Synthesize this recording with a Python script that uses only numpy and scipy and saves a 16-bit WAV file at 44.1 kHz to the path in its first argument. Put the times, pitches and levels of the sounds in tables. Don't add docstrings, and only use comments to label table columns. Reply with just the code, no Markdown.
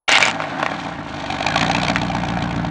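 import sys
import numpy as np
from scipy import signal
from scipy.fft import rfft, irfft, next_fast_len
from scipy.io import wavfile
from scipy.ndimage import map_coordinates

SR = 44100
rng = np.random.default_rng(int(sys.argv[2]) if len(sys.argv) > 2 else 0)


def digitize_waveform(pressure):
    field = np.atleast_2d(pressure).T
    bounded = np.clip(field, -1, 1)
    quanta = np.round(bounded * 32767).astype(np.int16)
    wavfile.write(sys.argv[1], SR, quanta)


N = 119070

# t/s, f/Hz
FIRING_RATE = [(0, 88), (0.2, 103.1), (0.32, 112), (0.44, 103), (0.56, 84), (0.68, 60.8), (0.86, 58.7),
               (1.08, 52.4), (1.3, 47.5), (1.42, 49.3), (1.56, 56.1), (1.8, 60.3), (2.25, 59), (2.7, 56.7)]
# t/s, bark level/dB, rasp level/dB
ENGINE_LOAD = [(.33, -26.5, -44), (.5, -25.5, -44.5), (.64, -23.5, -44), (.77, -28, -40), (.87, -27, -42),
               (1.0, -30, -51.5), (1.15, -29.5, -41.5), (1.36, -24.5, -34.5), (1.46, -21.5, -29),
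               (1.58, -19, -26.5), (1.9, -19.5, -31), (1.98, -25.5, -35), (2.3, -24, -38.5),
               (2.69, -26, -41.5)]
# f/Hz, level/dB
RASP_SPECTRUM = [(700, -34), (1500, -9.5), (2000, -3), (2400, 5.5), (2820, -4.5), (3100, 1), (4400, -3),
                 (5000, -13), (5700, -10), (6800, -13.5), (7600, -19.5), (9000, -26.5), (10200, -38.5)]


def amp(db):
    return 10 ** (np.asarray(db) / 20)


def unit(x):
    return x / np.sqrt(np.mean(x ** 2) + 1e-20)


def curve(rows, column=1):
    rows = np.array(rows)
    return np.interp(np.arange(N) / SR, rows[:, 0], rows[:, column])


def coloured(x, spectrum):
    size = 8192
    hz, db = np.transpose(spectrum)
    gain = amp(np.interp(np.log(np.fft.rfftfreq(size, 1 / SR) + 1), np.log(hz), db))
    cepstrum = irfft(np.log(gain))
    cepstrum[1:size // 2] *= 2
    cepstrum[size // 2 + 1:] = 0
    return signal.fftconvolve(x, irfft(np.exp(rfft(cepstrum))))[:N]


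def shaped(x, spectrum):
    hz, db = np.transpose(spectrum)
    f = np.fft.rfftfreq(2 * N, 1 / SR)
    return irfft(rfft(x, 2 * N) * amp(np.interp(np.log(f + 1), np.log(hz), db)))[:N]


def pulses(times, db=0, scatter_db=1.6):
    size = amp(db + scatter_db * rng.standard_normal(len(times)))
    return np.bincount(np.clip(times * SR, 0, N).astype(int), size, N + 1)[:N]


def puffs(spikes, width_s, steady=0):
    half = SR // 50
    shape = 1 / np.cosh(np.arange(-half, half + 1) / SR / width_s)
    flow = signal.fftconvolve(spikes, shape, "same") + steady
    return unit(flow * rng.standard_normal(N))


def exhaust():
    # bank, thump lag/firing intervals, then relative level/dB of thump, bark, rasp
    cylinders = [(0, -0.04, 4.6, 0.5, 9.5), (1, -0.12, 9, -5, 9.5), (0, 0.1, 7, -3.5, 3.5),
                 (1, -0.12, 11, -2.5, 13.5), (1, -0.067, 8.5, 0, 10), (0, 0.016, 9.5, -0.5, 5),
                 (1, -.14, 7.5, -4.5, 5.5), (0, 0.052, 10, -6.5, 4.5)]
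    cycles = np.cumsum(curve(FIRING_RATE)) / SR
    firing = np.arange(int(cycles[-1]) + 1)
    jitter_s = 0.00025 * rng.standard_normal(len(firing))
    times = np.interp(firing, cycles, np.arange(N) / SR) + jitter_s
    bank, lag, thump_db, bark_db, rasp_db = np.array(cylinders)[firing % len(cylinders)].T
    thump_times = times + lag * np.gradient(times)
    return thump(thump_times, bank, thump_db) + bark(times, bark_db) + rasp(times, rasp_db) + crackle(times)


def tailpipe(x, modes):
    size = next_fast_len(N + SR // 2)
    f = np.fft.rfftfreq(size, 1 / SR)
    response = sum(sign * amp(db) * 1j * f * width / (hz * hz - f * f + 1j * f * width)
                   for hz, width, db, sign in modes)
    return irfft(rfft(x, size) * response, size)[:N]


def thump(times, bank, db):
    # f/Hz, bandwidth/Hz, level/dB, polarity
    pipe_modes = [
        [(67, 21, -12, 1), (129, 50, -16, 1), (173, 37, -1, 1), (183, 46, -1, -1), (266, 40, -15, -1)],
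        [(88, 46, -10, 1), (177, 39, 0, -1), (191, 49, 0, 1), (221, 23, -2, -1), (296, 22, -15, 1)],
    ]
    # f/Hz, level/dB
    deep_spectrum = [(25, -41.5), (42, -10), (56, 8.5), (82, 5.5), (118, 4), (160, -30), (300, -27)]
    upper_spectrum = [(40, -44), (100, -10.5), (145, 5), (178, -1.5), (220, 0.5), (265, 1.5), (320, 4),
                      (400, 0), (700, -11), (1500, -48.5)]
    throb_spectrum = [(150, -59), (240, -6), (300, 2.5), (350, 10.5), (480, -36.5)]
    # t/s, deep level/dB, upper level/dB
    band_levels = [(.09, -48, -44), (.22, -44.5, -32.5), (.34, -48, -39.5), (.7, -46.5, -34),
                   (1.1, -37.5, -35), (1.4, -32.5, -31), (1.6, -33, -24), (2.2, -30.5, -25.5),
                   (2.69, -29, -23.5)]
    # t/s, level/dB
    throb_levels = [(.1, -45), (.6, -38), (.8, -42), (1.05, -38), (1.45, -36.5), (1.75, -48.5),
                    (2.7, -46.5)]
    ring = sum(tailpipe(pulses(times[bank == b], db[bank == b], scatter_db=1), modes)
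               for b, modes in enumerate(pipe_modes))
    deep = unit(shaped(ring, deep_spectrum)) * amp(curve(band_levels))
    upper = unit(shaped(ring, upper_spectrum)) * amp(curve(band_levels, column=2))
    throb = unit(shaped(ring, throb_spectrum)) * amp(curve(throb_levels))
    return amp(-2) * (deep + upper + throb)


def bark(times, db):
    # f/Hz, level/dB
    spectrum = [(50, -57.5), (250, -3), (450, -11), (580, -3.5), (680, 3), (790, 2.5), (950, -2),
                (1150, -3), (1280, -8.5), (1500, -3.5), (1850, -9), (2600, -22), (5000, -74.5)]
    lead_s = 0.00137
    kicks = pulses(times - lead_s, db)
    gas = 0.42 * unit(kicks) + puffs(kicks, width_s=0.0028, steady=.45)
    return unit(coloured(burbling(gas), spectrum)) * amp(curve(ENGINE_LOAD) - 2.5)


def rasp(times, db):
    gas = puffs(pulses(times, db), width_s=.0016, steady=.05)
    return unit(coloured(burbling(gas), RASP_SPECTRUM)) * amp(curve(ENGINE_LOAD, column=2) + 3.5)


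def crackle(times):
    # f/Hz, level/dB
    body_spectrum = [(100, -43), (400, -18.5), (600, -11), (790, -0.5), (1150, -9), (1460, 2.5),
                     (1800, -9.5), (2250, 5.5), (2500, -6), (2750, 2), (3250, -7), (3600, -3.5),
                     (4800, -16.5), (7300, -36), (10200, -60.5)]
    spit_spectrum = [(1500, -18.5), (3000, -7.5), (4000, -7), (5200, -0.5), (7300, -10.5), (8600, -12),
                     (10200, -41.5)]
    # t/s, level/dB
    blip_levels = [(.08, -15.5), (.12, -17.5), (.175, -14), (.188, -39.5), (.205, -19.5), (.275, -25.5),
                   (.3, -27.5), (.335, -64), (.4, -42)]
    lag_s = .005
    shocks = pulses(times + lag_s)
    body = unit(coloured(puffs(shocks, width_s=0.0045, steady=0.1), body_spectrum))
    spit = unit(coloured(puffs(shocks, width_s=.0011), spit_spectrum))
    return (body + amp(-14.5) * spit) * amp(curve(blip_levels))


def drone():
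    # (t/s, level/dB)
    orders = [(1.5, [(.1, -44), (.34, -34.5), (.5, -36), (.62, -59.5)]), (3, [(.6, -51), (.7, -39.5),
              (.9, -41.5), (1.1, -53), (1.55, -47), (1.75, -34.5), (2.4, -34), (2.7, -32.5)])]
    phase = 2 * np.pi * np.cumsum(curve(FIRING_RATE)) / SR
    waver_db = 1.3 * map_coordinates(rng.standard_normal(64), [np.linspace(0, 63, N)])
    return sum(amp(curve(levels) + waver_db) * np.sin(multiple * phase) for multiple, levels in orders)


def echo(x):
    # f/Hz, level/dB
    spectrum = [(100, -2), (2500, 4.5), (5000, -4.5), (10000, -48)]
    t60_s, delay_s = 0.072, .003
    t = np.arange(SR // 2) / SR
    tail = rng.standard_normal(len(t)) * amp(-60 * t / t60_s) * (t > delay_s)
    reflected = signal.fftconvolve(x, tail / np.linalg.norm(tail))[:N]
    return amp(-13) * coloured(reflected, spectrum)


def bang(start_s, db, decay_s, spectrum, kick):
    t = np.arange(N) / SR - start_s
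    burst = rng.standard_normal(N) * (t >= 0) * np.exp(-abs(t) / decay_s)
    burst[int(start_s * SR)] += kick
    sound = coloured(burst, spectrum)
    peak = np.sort(abs(sound))[-8:].mean()
    return amp(db) * sound / peak


def cracks():
    # t/s, peak level/dB
    events = [(0.0922, 1.5), (0.118, -0.5), (0.1261, -4), (.154, -4.5), (0.1838, -0.5), (0.206, -6),
              (0.2153, -8.5), (0.2265, 2), (0.235, -9.5), (0.2537, -2.5), (0.263, -6.5), (0.275, -7.5),
              (0.283, -3.5), (0.303, -19), (0.313, -10.5)]
    # f/Hz, level/dB
    spectrum = [(30, -46.5), (600, 11.5), (1400, 11), (2400, 15.5), (3600, 0), (7000, 1.5), (10000, -20.5)]
    return sum(bang(s, db, decay_s=0.0011, spectrum=spectrum, kick=3.5) for s, db in events)


def burbling(gas):
    # t/s, share of the power
    coasting = [(.3, 0), (.4, .6), (.75, .8), (1.15, .85), (1.3, .25), (1.45, 0)]
    share = curve(coasting)
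    puffs_per_s = 150
    count = int(puffs_per_s * N / SR)
    times = (np.arange(count) + rng.standard_normal(count)) / puffs_per_s
    burble = puffs(pulses(times, scatter_db=2), width_s=.002, steady=.5)
    return np.sqrt(1 - share) * unit(gas) + np.sqrt(share) * burble


def pops():
    # t/s, peak level/dB, decay time/s
    events = [(.4025, -8, .002), (.421, -11, .003), (.439, -14, .004), (.5985, -12, .0025),
              (.6285, -4.5, .0045), (.6632, -3, .002), (.7178, -12, .003), (1.082, -22, .003),
              (1.141, -20, .003)]
    # f/Hz, level/dB
    spectrum = [(60, -28), (300, -13), (430, -12), (600, -1), (780, 0), (1100, -2), (1600, -6), (2400, -8),
                (3200, -20), (3480, -11), (3750, -22), (6000, -29), (10000, -44)]
    return sum(bang(s, db, decay_s, spectrum, kick=6) for s, db, decay_s in events)


def knocks_and_ring():
    # t/s, peak level/dB, f/Hz
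    events = [(1.238, -20, 672), (1.299, -16, 760), (1.325, -19, 735), (1.51, -19.5, 1637),
              (1.542, -16.5, 1425), (1.561, -14, 1130), (1.406, -15, 720), (1.463, -9.5, 824),
              (1.558, -15, 803), (1.697, -11.5, 786), (1.747, -12, 856), (1.832, -16, 806),
              (2.014, -22.5, 840), (2.1, -18, 794), (2.148, -16.5, 850), (2.234, -18.5, 770),
              (2.37, -17, 730), (2.507, -30, 716), (2.646, -19, 697)]
    rise_s, decay_s = .0015, 0.0049
    sound = np.zeros(N)
    for start_s, db, hz in events:
        t = np.maximum(np.arange(N) / SR - start_s, 0)
        swell = (1 - np.exp(-t / rise_s)) ** 2 * np.exp(-t / decay_s)
        sound += amp(db) * swell / swell.max() * np.sin(2 * np.pi * hz * t)
    return sound


def rips():
    # t/s, peak level/dB
    events = [(1.611, -9.5), (1.715, -7), (1.749, -5), (1.884, -8.5), (1.903, -14)]
    sound = np.zeros(N)
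    for s, db in events:
        spike = pulses(np.array([s]), scatter_db=0)
        puff = coloured(puffs(spike, width_s=0.0007), RASP_SPECTRUM)
        sound += amp(db) * puff / abs(puff).max()
    return sound


def backfire():
    time_s, centre_hz = 1.9601, 1750
    u = np.pi * centre_hz * (np.arange(N) / SR - time_s)
    return amp(5) * (2 * u ** 2 - 1) * np.exp(-u ** 2)


def scene():
    start_s, attack_s = .078, 0.0051
    # f/Hz, level/dB
    air_spectrum = [(30, -2.5), (200, -20.5), (1000, -6.5), (8000, -82.5)]
    truck = pops() + cracks() + exhaust() + drone() + knocks_and_ring() + rips() + backfire()
    truck *= np.clip((np.arange(N) / SR - start_s) / attack_s, 0, 1)
    air = amp(-91) * unit(coloured(rng.standard_normal(N), air_spectrum))
    return (truck + echo(truck) + air)[None]


def record(dry):
    ceiling, hardness, top_hz = 1.02, 5, 10150
    clipped = dry / (1 + abs(dry / ceiling) ** hardness) ** (1 / hardness)
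    size = next_fast_len(N + SR // 2)
    passband = np.fft.rfftfreq(size, 1 / SR) < top_hz
    return irfft(rfft(clipped, size) * passband, size)[:, :N]


dry = scene()
out = record(dry)
digitize_waveform(out)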